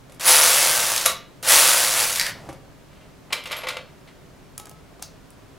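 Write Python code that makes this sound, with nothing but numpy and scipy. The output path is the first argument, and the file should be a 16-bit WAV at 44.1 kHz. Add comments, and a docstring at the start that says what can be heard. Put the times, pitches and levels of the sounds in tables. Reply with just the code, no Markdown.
"""A small room with a steady low hush; close by, a knitting machine's carriage is pushed left, then back.
Its cams rake the steel needles: bursts of needle hits ring the bed, and the needles ring high above it.
Knocks and lever snaps clack at the ends of each stroke, and the rail groans after the second.
Then scissors scrape and rattle out of a holder behind the machine, ringing its plastic.
The blades click open, rasp once through the yarn and click again; reflections surround it all."""
import sys
import numpy as np
from scipy import signal
from scipy.fft import rfft, irfft
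from scipy.io import wavfile

SR = 44100
rng = np.random.default_rng(int(sys.argv[2]) if len(sys.argv) > 2 else 0)


def waveform_to_disk(signal):
    """Save audio, clipped to [-1, 1], as 16-bit WAV at the path in sys.argv[1]."""
    frames = np.transpose(np.atleast_2d(signal))
    scaled = np.clip(frames, -1, 1) * 32767
    samples = np.round(scaled).astype(np.int16)
    wavfile.write(sys.argv[1], SR, samples)


N = 246069

# Carriage pushes: start_s, length_s, run_up_s to the needles, on_needles_s, level_db,
# sag_db_per_s, shove_at_s (a second shove), shove_db
STROKES = [(0.199, .92, 0.047, .68, -15, 13.5, .68, 0.61), (1.427, .87, 0.037, 0.72, -13, 21, 2.02, 3.5)]
# The needles' ring over time: time_s, pitch_hz, unison_share (0-1)
NEEDLE_RING = [(0.25, 10450, .9), (0.38, 10520, 0.6), (0.55, 10460, 0), (1.0, 10290, .05),
               (1.55, 10340, .05), (1.8, 9760, 0.15), (2.05, 10550, 0.57)]
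# Spectrum of needles and rail: frequency_hz, relative_db per Hz
CLATTER_SPECTRUM = [(100, -39), (200, -28.5), (340, -11.5), (430, -12), (520, 0), (780, -2.5), (1150, 0),
                    (2000, -0.5), (3500, -1), (6000, 0), (8500, -1), (11500, -2.5), (13200, -7.5),
                    (16000, -9)]
# Steel parts of the needle bed: pitch_hz, relative_db, t60_s
BED_MODES = [(523, -0.5, 0.099), (954, 5, .18), (1195, -2, 0.449), (1364, -4.5, 0.14), (1433, -3, 0.28),
             (1552, 3, 0.4), (2240, -1, 0.22), (2680, 2.5, 0.17), (2923, 3, 0.34), (3433, -1, .16),
             (3670, -3.5, 0.155), (3890, 3.5, 0.073), (4924, 7.5, 0.07), (6080, 6, 0.084)]
# Carriage knocks on the bed: start_s, relative_db, tilt_db_per_octave
CLACKS = [(.096, -45.5, -4), (.12, -43, -1), (.145, -46.5, 1.5), (.1965, -29, 0.5), (.209, -26.5, 2),
          (1.055, -15, -0.5), (1.0595, -7, 0), (1.427, -28.5, 2), (2.489, -33, -6.5), (2.527, -44, -2)]
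# Spectrum of those knocks: frequency_hz, relative_db per Hz
CLACK_SPECTRUM = [(30, -70.5), (200, -16.5), (400, -6), (550, 9.5), (800, -4), (1200, 1.5), (2500, 2.5),
                  (4200, 0.5), (7000, 2), (11000, 4), (16000, -15)]
# Levers and cams snapping over at the ends of the bed: start_s, relative_db, tilt_db_per_octave
LEVERS = [(.9625, -5.5, 2.5), (.9775, -9, 0.5), (1.012, -13, 0.5), (1.06, -1, 8), (2.1264, -13, 1),
          (2.158, -12, 0), (2.1965, -5, 0.5), (2.211, -10.5, -2), (2.2646, -15, -2)]
# Spectrum of those snaps: frequency_hz, relative_db per Hz
LEVER_SPECTRUM = [(100, -64), (1100, -18), (1800, -1), (5000, 1.5), (8200, -3.5), (11000, 0),
                  (16000, -20.5)]
# Stops of the carriage, taken by the table: start_s, relative_db
THUDS = [(1.061, -41.5), (2.489, -35), (2.503, -41), (2.528, -44.5)]
# The table's answer to a stop: pitch_hz, relative_db, t60_s
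TABLE_MODES = [(125.7, -7.5, 0.4), (148, -3, 0.085), (332.3, 2, 0.076), (475, -25, 0.049),
               (546, 10, 0.0998), (590.6, -11, .06), (750, 4, 0.079)]
# The carriage dragging on its bare rail: start_s, length_s, level_db, pitch_hz
DRAGS = [(2.168, .14, -33.5, 1830), (2.343, 0.138, -46.5, 575)]
# Spectrum of the table's rumble: frequency_hz, relative_db per Hz
RUMBLE_SPECTRUM = [(20, -3), (60, -11.5), (130, 0.5), (220, -3.5), (400, -27.5), (2000, -78.5)]
# Steel parts set ringing by a blow or a scrape: start_s, level_db, pitch_hz, t60_s
PINGS = [(1.011, -31, 3920, .2), (1.06, -24.5, 3860, 0.32), (1.064, -23.5, 1160, 0.28),
         (3.513, -41, 11400, 0.09), (3.566, -42, 11300, 0.28)]
# Scissors knocking against their holder: start_s, level_db, tilt_db_per_octave
RATTLES = [(3.304, -38, -4), (3.324, -24.5, 1.5), (3.3275, -14.5, 3), (3.437, -36, 6), (3.456, -28.5, 1.5),
           (3.471, -34, 4), (3.51, -29, -1.5), (3.517, -24.5, 2.5), (3.527, -24.5, -0.5), (3.566, -31, 9),
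           (3.6345, -28.5, -3), (3.669, -24.5, -0.5), (3.685, -20.5, 2.5), (3.703, -26.5, -.5),
           (3.7657, -33, -1.5), (3.786, -39, -4)]
# Spectrum of those knocks and of the sliding: frequency_hz, relative_db per Hz
RATTLE_SPECTRUM = [(30, -69.5), (250, -23), (400, -8), (560, 7), (830, -1), (1200, 4.5), (1700, -1),
                   (2300, 5.5), (3400, 1), (4400, -3), (5200, -9), (8500, -14), (11000, -16), (16000, -30)]
# Hand and scissors sliding on the holder: start_s, length_s, level_db
SCRAPES = [(2.908, 0.15, -59.5), (3.333, 0.061, -37.5), (3.455, 0.097, -41.5), (3.551, 0.073, -38.5),
           (3.717, 0.057, -41.5), (4.068, .025, -50.5)]
# The plastic holder: pitch_hz, relative_db, t60_s
HOLDER_MODES = [(542, -8, 0.096), (620, -6, 0.11), (1220, -12, 0.15), (2120, 2.5, 0.081), (2370, -2, 0.064),
                (3250, -3, 0.14), (3560, -10, 0.15), (4330, -5, 0.088), (5400, 0, .12), (7590, -18, .25),
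                (11600, -12, 0.28)]
# Clicks of the blades: start_s, level_db, tilt_db_per_octave
SNIPS = [(4.5787, -20, 2), (4.5978, -29.5, -2), (4.6557, -33, .5), (4.669, -36.5, -3.5), (4.695, -29.5, 4),
         (4.713, -40, -2.5), (4.9944, -41, -6), (5.0215, -36, -3), (5.0245, -20.5, 0.5), (5.3047, -29, 9.5)]
# Spectrum of those clicks: frequency_hz, relative_db per Hz
SNIP_SPECTRUM = [(30, -63), (300, -10.5), (750, 3.5), (1800, -3.5), (3800, -1.5), (7500, 3), (10000, 2),
                 (16000, -10.5)]
# The steel blades: pitch_hz, relative_db, t60_s
BLADE_MODES = [(850, -3, 0.18), (1295, -2, 0.45), (1685, -3, 0.112), (2420, -3, 0.11), (3828, -6, 0.16),
               (5790, -6, 0.1), (9900, -4, 0.1), (12020, -11, 0.11)]
# The blades shearing through the yarn: start_s, level_db, tilt_db_per_octave
CUTS = [(5.026, -38.5, -2.5)]
# Spectrum of the cut yarn: frequency_hz, relative_db per Hz
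SHEAR_SPECTRUM = [(100, -61), (1500, -27), (3000, -12), (4200, -1), (6600, 0), (7800, -18), (16000, -25)]
# Decay of the small room: frequency_hz, t60_s
ROOM_DECAY = [(150, 0.59), (1000, .36), (4000, 0.36), (9000, 0.19), (16000, 0.23)]
# How far the reflections differ left and right: frequency_hz, side_to_mid_db
SPREAD = [(300, -6), (1000, -25), (2500, -84.5), (4500, -23), (9000, -5), (13000, -8)]
# Spectrum of the room's hush: frequency_hz, relative_db per Hz
HUSH_SPECTRUM = [(12, -33.5), (20, -4.5), (107, -2), (142, 1.5), (241, -7.5), (270, -2), (337, -9.5),
                 (410, -5.5), (446, -10), (698, -10.5), (825, -16.5), (897, -14), (2530, -22.5),
                 (6540, -29), (16000, -37)]
# Left-right likeness of the hush: frequency_hz, likeness (0-1)
LIKENESS = [(30, 1), (150, 0.38), (500, 0.4), (2000, 0.6), (12000, 0.4)]

# The arm takes up the carriage from a soft start, and lets it run out
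START_DB, ATTACK_S, RELEASE_S, SHOVE_S = -17, .085, .016, .06
# The cams run into and out of the working needles; the bare bed is quieter
ENTER_S, LEAVE_S, BARE_DB = .025, .045, -4
# Needles passed per s, at no effort and at an effort of one
CRAWL_RATE, FULL_RATE = 30, 170
# The needles' ring sags faster than the clatter
RING_POWER = 1.4
# A blow lasts twice as long when it is duller by this tilt (dB per octave)
SOFT_TILT_DB = 5.5
HUSH_DB = -47.5
# The recorder rounds off peaks towards CEILING (full scale 1), and passes no treble above EDGE_HZ
CEILING, EDGE_HZ = .84, 15900


def amp(db):
    """Decibels to gain."""
    return 10 ** (np.asarray(db) / 20)


def evened(x):
    """Scales to an rms of one."""
    return x / np.sqrt(np.mean(x ** 2) + 1e-20)


def read(points, hz):
    """Reads a table on a log-frequency axis."""
    f, value = np.transpose(points)
    return np.interp(np.log(hz + 1), np.log(f + 1), value)


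def curve(rows, axis=1):
    """One column of a table of times, for every sample."""
    rows = np.asarray(rows)
    return np.interp(np.arange(N) / SR, rows[:, 0], rows[:, axis])


def add(mix, s, sound):
    """Lays a sound into the mix at time s."""
    part = mix[round(s * SR):][:len(sound)]
    part += sound[:len(part)]


def held(start, length, rise_s, fall_s):
    """An envelope: rises, holds at one, and dies away after its length."""
    t = np.arange(N) / SR - start
    return np.clip(t / rise_s, 0, 1) * np.exp(-np.maximum(t - length, 0) / fall_s)


def colour(x, spectrum, tilt_db=0):
    """Gives x a spectrum, tilted per octave, at an rms of one."""
    hz = np.fft.rfftfreq(len(x), 1 / SR)
    gain = amp(read(spectrum, hz) + tilt_db * np.log2(hz + 1))
    return evened(irfft(rfft(x) * gain, len(x)))


def resonate(x, hz, width):
    """A moving resonance: shifts hz down to zero, smooths, and shifts back."""
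    turn = np.exp(2j * np.pi * np.cumsum(hz) / SR)
    r = np.exp(-np.pi * width / SR)
    smooth = signal.lfilter([1 - r], [1, -2 * r, r * r], x / turn)
    return evened((turn * smooth).real)


def ring(x, modes):
    """What a body answers to x: decaying sines that start at full strength, the whole with an energy of one."""
    t = np.arange(SR // 2) / SR
    body = sum(amp(db - 60 * t / t60) * np.sin(2 * np.pi * hz * t) for hz, db, t60 in modes)
    return signal.oaconvolve(x, body / np.linalg.norm(body))[:N]


def blows(rows, spectrum, rise_s, fade_s):
    """Each blow is a burst of tiny contacts that fades within milliseconds; dull ones last longer."""
    out, t = np.zeros(N), np.arange(SR // 8) / SR
    for s, db, tilt_db in rows:
        fade = np.exp(-t / fade_s * 2 ** (tilt_db / SOFT_TILT_DB))
        shape = fade * (1 - np.exp(-t / rise_s))
        burst = shape * colour(rng.standard_normal(len(t)), spectrum, tilt_db)
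        add(out, s, amp(db) * burst * np.linalg.norm(shape) / np.linalg.norm(burst))
    # small parts radiate no bass
    return signal.sosfilt(signal.butter(2, 250, "high", fs=SR, output="sos"), out)


def motion():
    """The arm's effort swells, sags and gets a second shove; it sets speed, clatter and needle ring."""
    t, effort, push, bare, shimmer = np.arange(N) / SR, 0, 0, 0, 0
    for start, length, run_up, engaged, db, sag_db, shove_at, shove_db in STROKES:
        age = np.maximum(t - start, 0)
        shove = np.exp(-((t - shove_at) / SHOVE_S) ** 2)
        drive = amp(shove_db * shove - sag_db * age)
        soft_start = amp(START_DB * np.maximum(1 - age / ATTACK_S, 0))
        stroke = drive * soft_start * held(start, length, .002, RELEASE_S)
        on_needles = held(start + run_up, engaged, ENTER_S, LEAVE_S)
        effort = effort + stroke
        push = push + amp(db) * stroke * on_needles
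        bare = bare + amp(db + BARE_DB) * stroke * (1 - on_needles)
        shimmer = shimmer + amp(db) * on_needles * drive ** RING_POWER
    speed = CRAWL_RATE + (FULL_RATE - CRAWL_RATE) * np.sqrt(effort)
    travel = np.cumsum(speed) / SR  # counted in needles
    return travel, push, bare, shimmer


def needle_hits(travel, spread_db, jitter_s, chatter_s, cams):
    """Every needle butt strikes each cam in turn, a little early or late, and chatters in its slot."""
    hits = np.zeros(N)
    t = np.arange(SR // 50) / SR
    for _ in range(cams):
        times = np.flatnonzero(np.diff(np.floor(travel + rng.random()))) / SR
        size, late = rng.standard_normal((len(times), 2)).T
        chatter = rng.standard_normal((len(times), len(t))) * np.exp(-t / chatter_s)
        levels_db = spread_db * np.minimum(size, 2)
        for s, db, burst in zip(times + jitter_s * late, levels_db, chatter):
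            add(hits, abs(s), amp(db) * burst)
    return evened(hits)


def carriage(travel, push, bare, shimmer):
    """Needle hits and rail friction sound the bed; the needles themselves ring high."""
    hits = needle_hits(travel, spread_db=1.5, jitter_s=.0008, chatter_s=.0024, cams=6)
    friction = amp(-5) * rng.standard_normal(N)
    drive = evened(hits + friction)
    clatter = push * colour(drive, CLATTER_SPECTRUM)
    clatter = clatter + bare * colour(drive, CLATTER_SPECTRUM, tilt_db=-1)
    # needles in unison give a narrow ring and its overtone; unlike needles smear it
    hz, unison = curve(NEEDLE_RING), np.clip(curve(NEEDLE_RING, axis=2), 0, 1)
    alike, unlike = hits * rng.standard_normal((2, N))
    overtone = amp(-12) * resonate(alike, 1.33 * hz, width=440)
    narrow = resonate(alike, hz, width=710) + overtone
    smeared = resonate(unlike, hz, width=2230)
    needles = amp(3) * np.sqrt(unison) * narrow + np.sqrt(1 - unison) * smeared
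    return clatter + amp(-20) * ring(clatter, BED_MODES) + amp(-7.5) * shimmer * needles


def clacks():
    """Knocks and lever snaps ring the bed; the table answers each stop."""
    knocks = blows(CLACKS, CLACK_SPECTRUM, rise_s=.00064, fade_s=.005)
    snaps = blows(LEVERS, LEVER_SPECTRUM, rise_s=.00084, fade_s=.002)
    cracks = amp(1) * knocks + amp(1) * snaps
    pushes = np.zeros(N)
    for s, db in THUDS:
        add(pushes, s, amp([db + 27]))  # a push of a single sample
    return cracks + amp(-16) * ring(cracks, BED_MODES) + ring(pushes, TABLE_MODES)


def frame():
    """The rail groans under the dragging carriage; the table rumbles under strokes and sways with drags."""
    groan, shake = 0, 0
    for start, length, db, hz in DRAGS:
        note = resonate(rng.standard_normal(N), np.full(N, hz), width=800)
        rasp = amp(-10) * colour(rng.standard_normal(N), CLATTER_SPECTRUM, tilt_db=-2.5)
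        groan = groan + amp(db) * held(start, length, rise_s=.011, fall_s=.014) * (note + rasp)
        shake = shake + amp(-54) * held(start, length, rise_s=.13, fall_s=.063)
    for start, length, *_ in STROKES:
        shake = shake + amp(-51.5) * held(start, length, rise_s=.1, fall_s=.15)
    return groan + shake * colour(rng.standard_normal(N), RUMBLE_SPECTRUM)


def pings():
    """Short, rough notes of steel: narrow bands of noise that die away."""
    out, t = np.zeros(N), np.arange(SR // 3) / SR
    for s, db, hz, t60 in PINGS:
        note = resonate(rng.standard_normal(len(t)), np.full(len(t), hz), width=160)
        add(out, s, amp(db - 60 * t / t60) * note)
    return out


def fetch():
    """The scissors knock and scrape their way out of a plastic holder, which rings."""
    caught = rng.random(N) < 3000 / SR  # about 3000 slips per s
    slips = rng.standard_normal(N) * amp(4 * rng.standard_normal(N)) * caught
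    sliding = sum(amp(db) * held(start, length, rise_s=.01, fall_s=.015) for start, length, db in SCRAPES)
    knocks = blows(RATTLES, RATTLE_SPECTRUM, rise_s=.00058, fade_s=.012)
    contact = knocks + sliding * colour(slips, RATTLE_SPECTRUM)
    return contact + amp(-16) * ring(contact, HOLDER_MODES)


def scissors():
    """Sharp clicks, a faint ring of steel while the blades are free, and the rasp of the cut."""
    clicks = blows(SNIPS, SNIP_SPECTRUM, rise_s=.00033, fade_s=.002)
    free = np.arange(N) / SR < CUTS[0][0] - .1  # until shortly before the cut
    cut = blows(CUTS, SHEAR_SPECTRUM, rise_s=.00078, fade_s=.016)
    return clicks + amp(-8) * ring(clicks * free, BLADE_MODES) + cut


def room(x):
    """Sparse reflections, each band dying at its own speed, nearly alike left and right."""
    taps = rng.choice([-1., 1.], (2, SR // 2)) * (rng.random((2, SR // 2)) < 4000 / SR)
    taps[:, :round(.003 * SR)] = 0  # nothing returns within 3 ms
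    hz, t, z = signal.stft(taps, SR, nperseg=256)
    z[1] *= amp(read(SPREAD, hz))[:, None]
    decay = amp(-60 * t / read(ROOM_DECAY, hz)[:, None])
    tail = signal.istft(z * decay, SR, nperseg=256)[1]
    mid, side = signal.fftconvolve(x[None], tail / np.linalg.norm(tail[0]), axes=1)[:, :N]
    return np.array([mid + side, mid - side])


def moving_room(x, travel, count=4):
    """The pattern of reflections shifts as the sources move: it glides from one to the next."""
    place = travel / 60  # a full round every 60 needles
    shares = [np.maximum(np.cos(2 * np.pi * (place - k / count)), 0) for k in range(count)]
    return sum(room(x * share) for share in shares)


def hush():
    """The room's steady low rumble: coloured noise, partly unlike left and right."""
    a, b = rfft(rng.standard_normal((2, N)))
    same = np.clip(read(LIKENESS, np.fft.rfftfreq(N, 1 / SR)), -1, 1)
    pair = irfft([a, same * a + np.sqrt(1 - same ** 2) * b], N)
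    return amp(HUSH_DB) * np.array([colour(side, HUSH_SPECTRUM) for side in pair])


def scene():
    """Machine and scissors in the middle, the room around them."""
    travel, push, bare, shimmer = motion()
    stroke = carriage(travel, push, bare, shimmer) + frame()
    clack, rattle, snip = clacks(), fetch(), scissors()
    # each source's share of reflections
    sent = amp(-10.5) * stroke + amp(-3.5) * clack + amp(-7.5) * rattle + amp(-8) * snip
    return stroke + clack + rattle + snip + pings() + moving_room(sent, travel) + hush()


def record(dry):
    """The highest peaks are rounded off; then the band limit."""
    rounded = dry / (1 + (dry / CEILING) ** 6) ** (1 / 6)
    lowpass = signal.firwin(511, EDGE_HZ, window=("kaiser", 9), fs=SR)
    return signal.oaconvolve(rounded, lowpass[None], "same")


dry = scene()
out = record(dry)
waveform_to_disk(out)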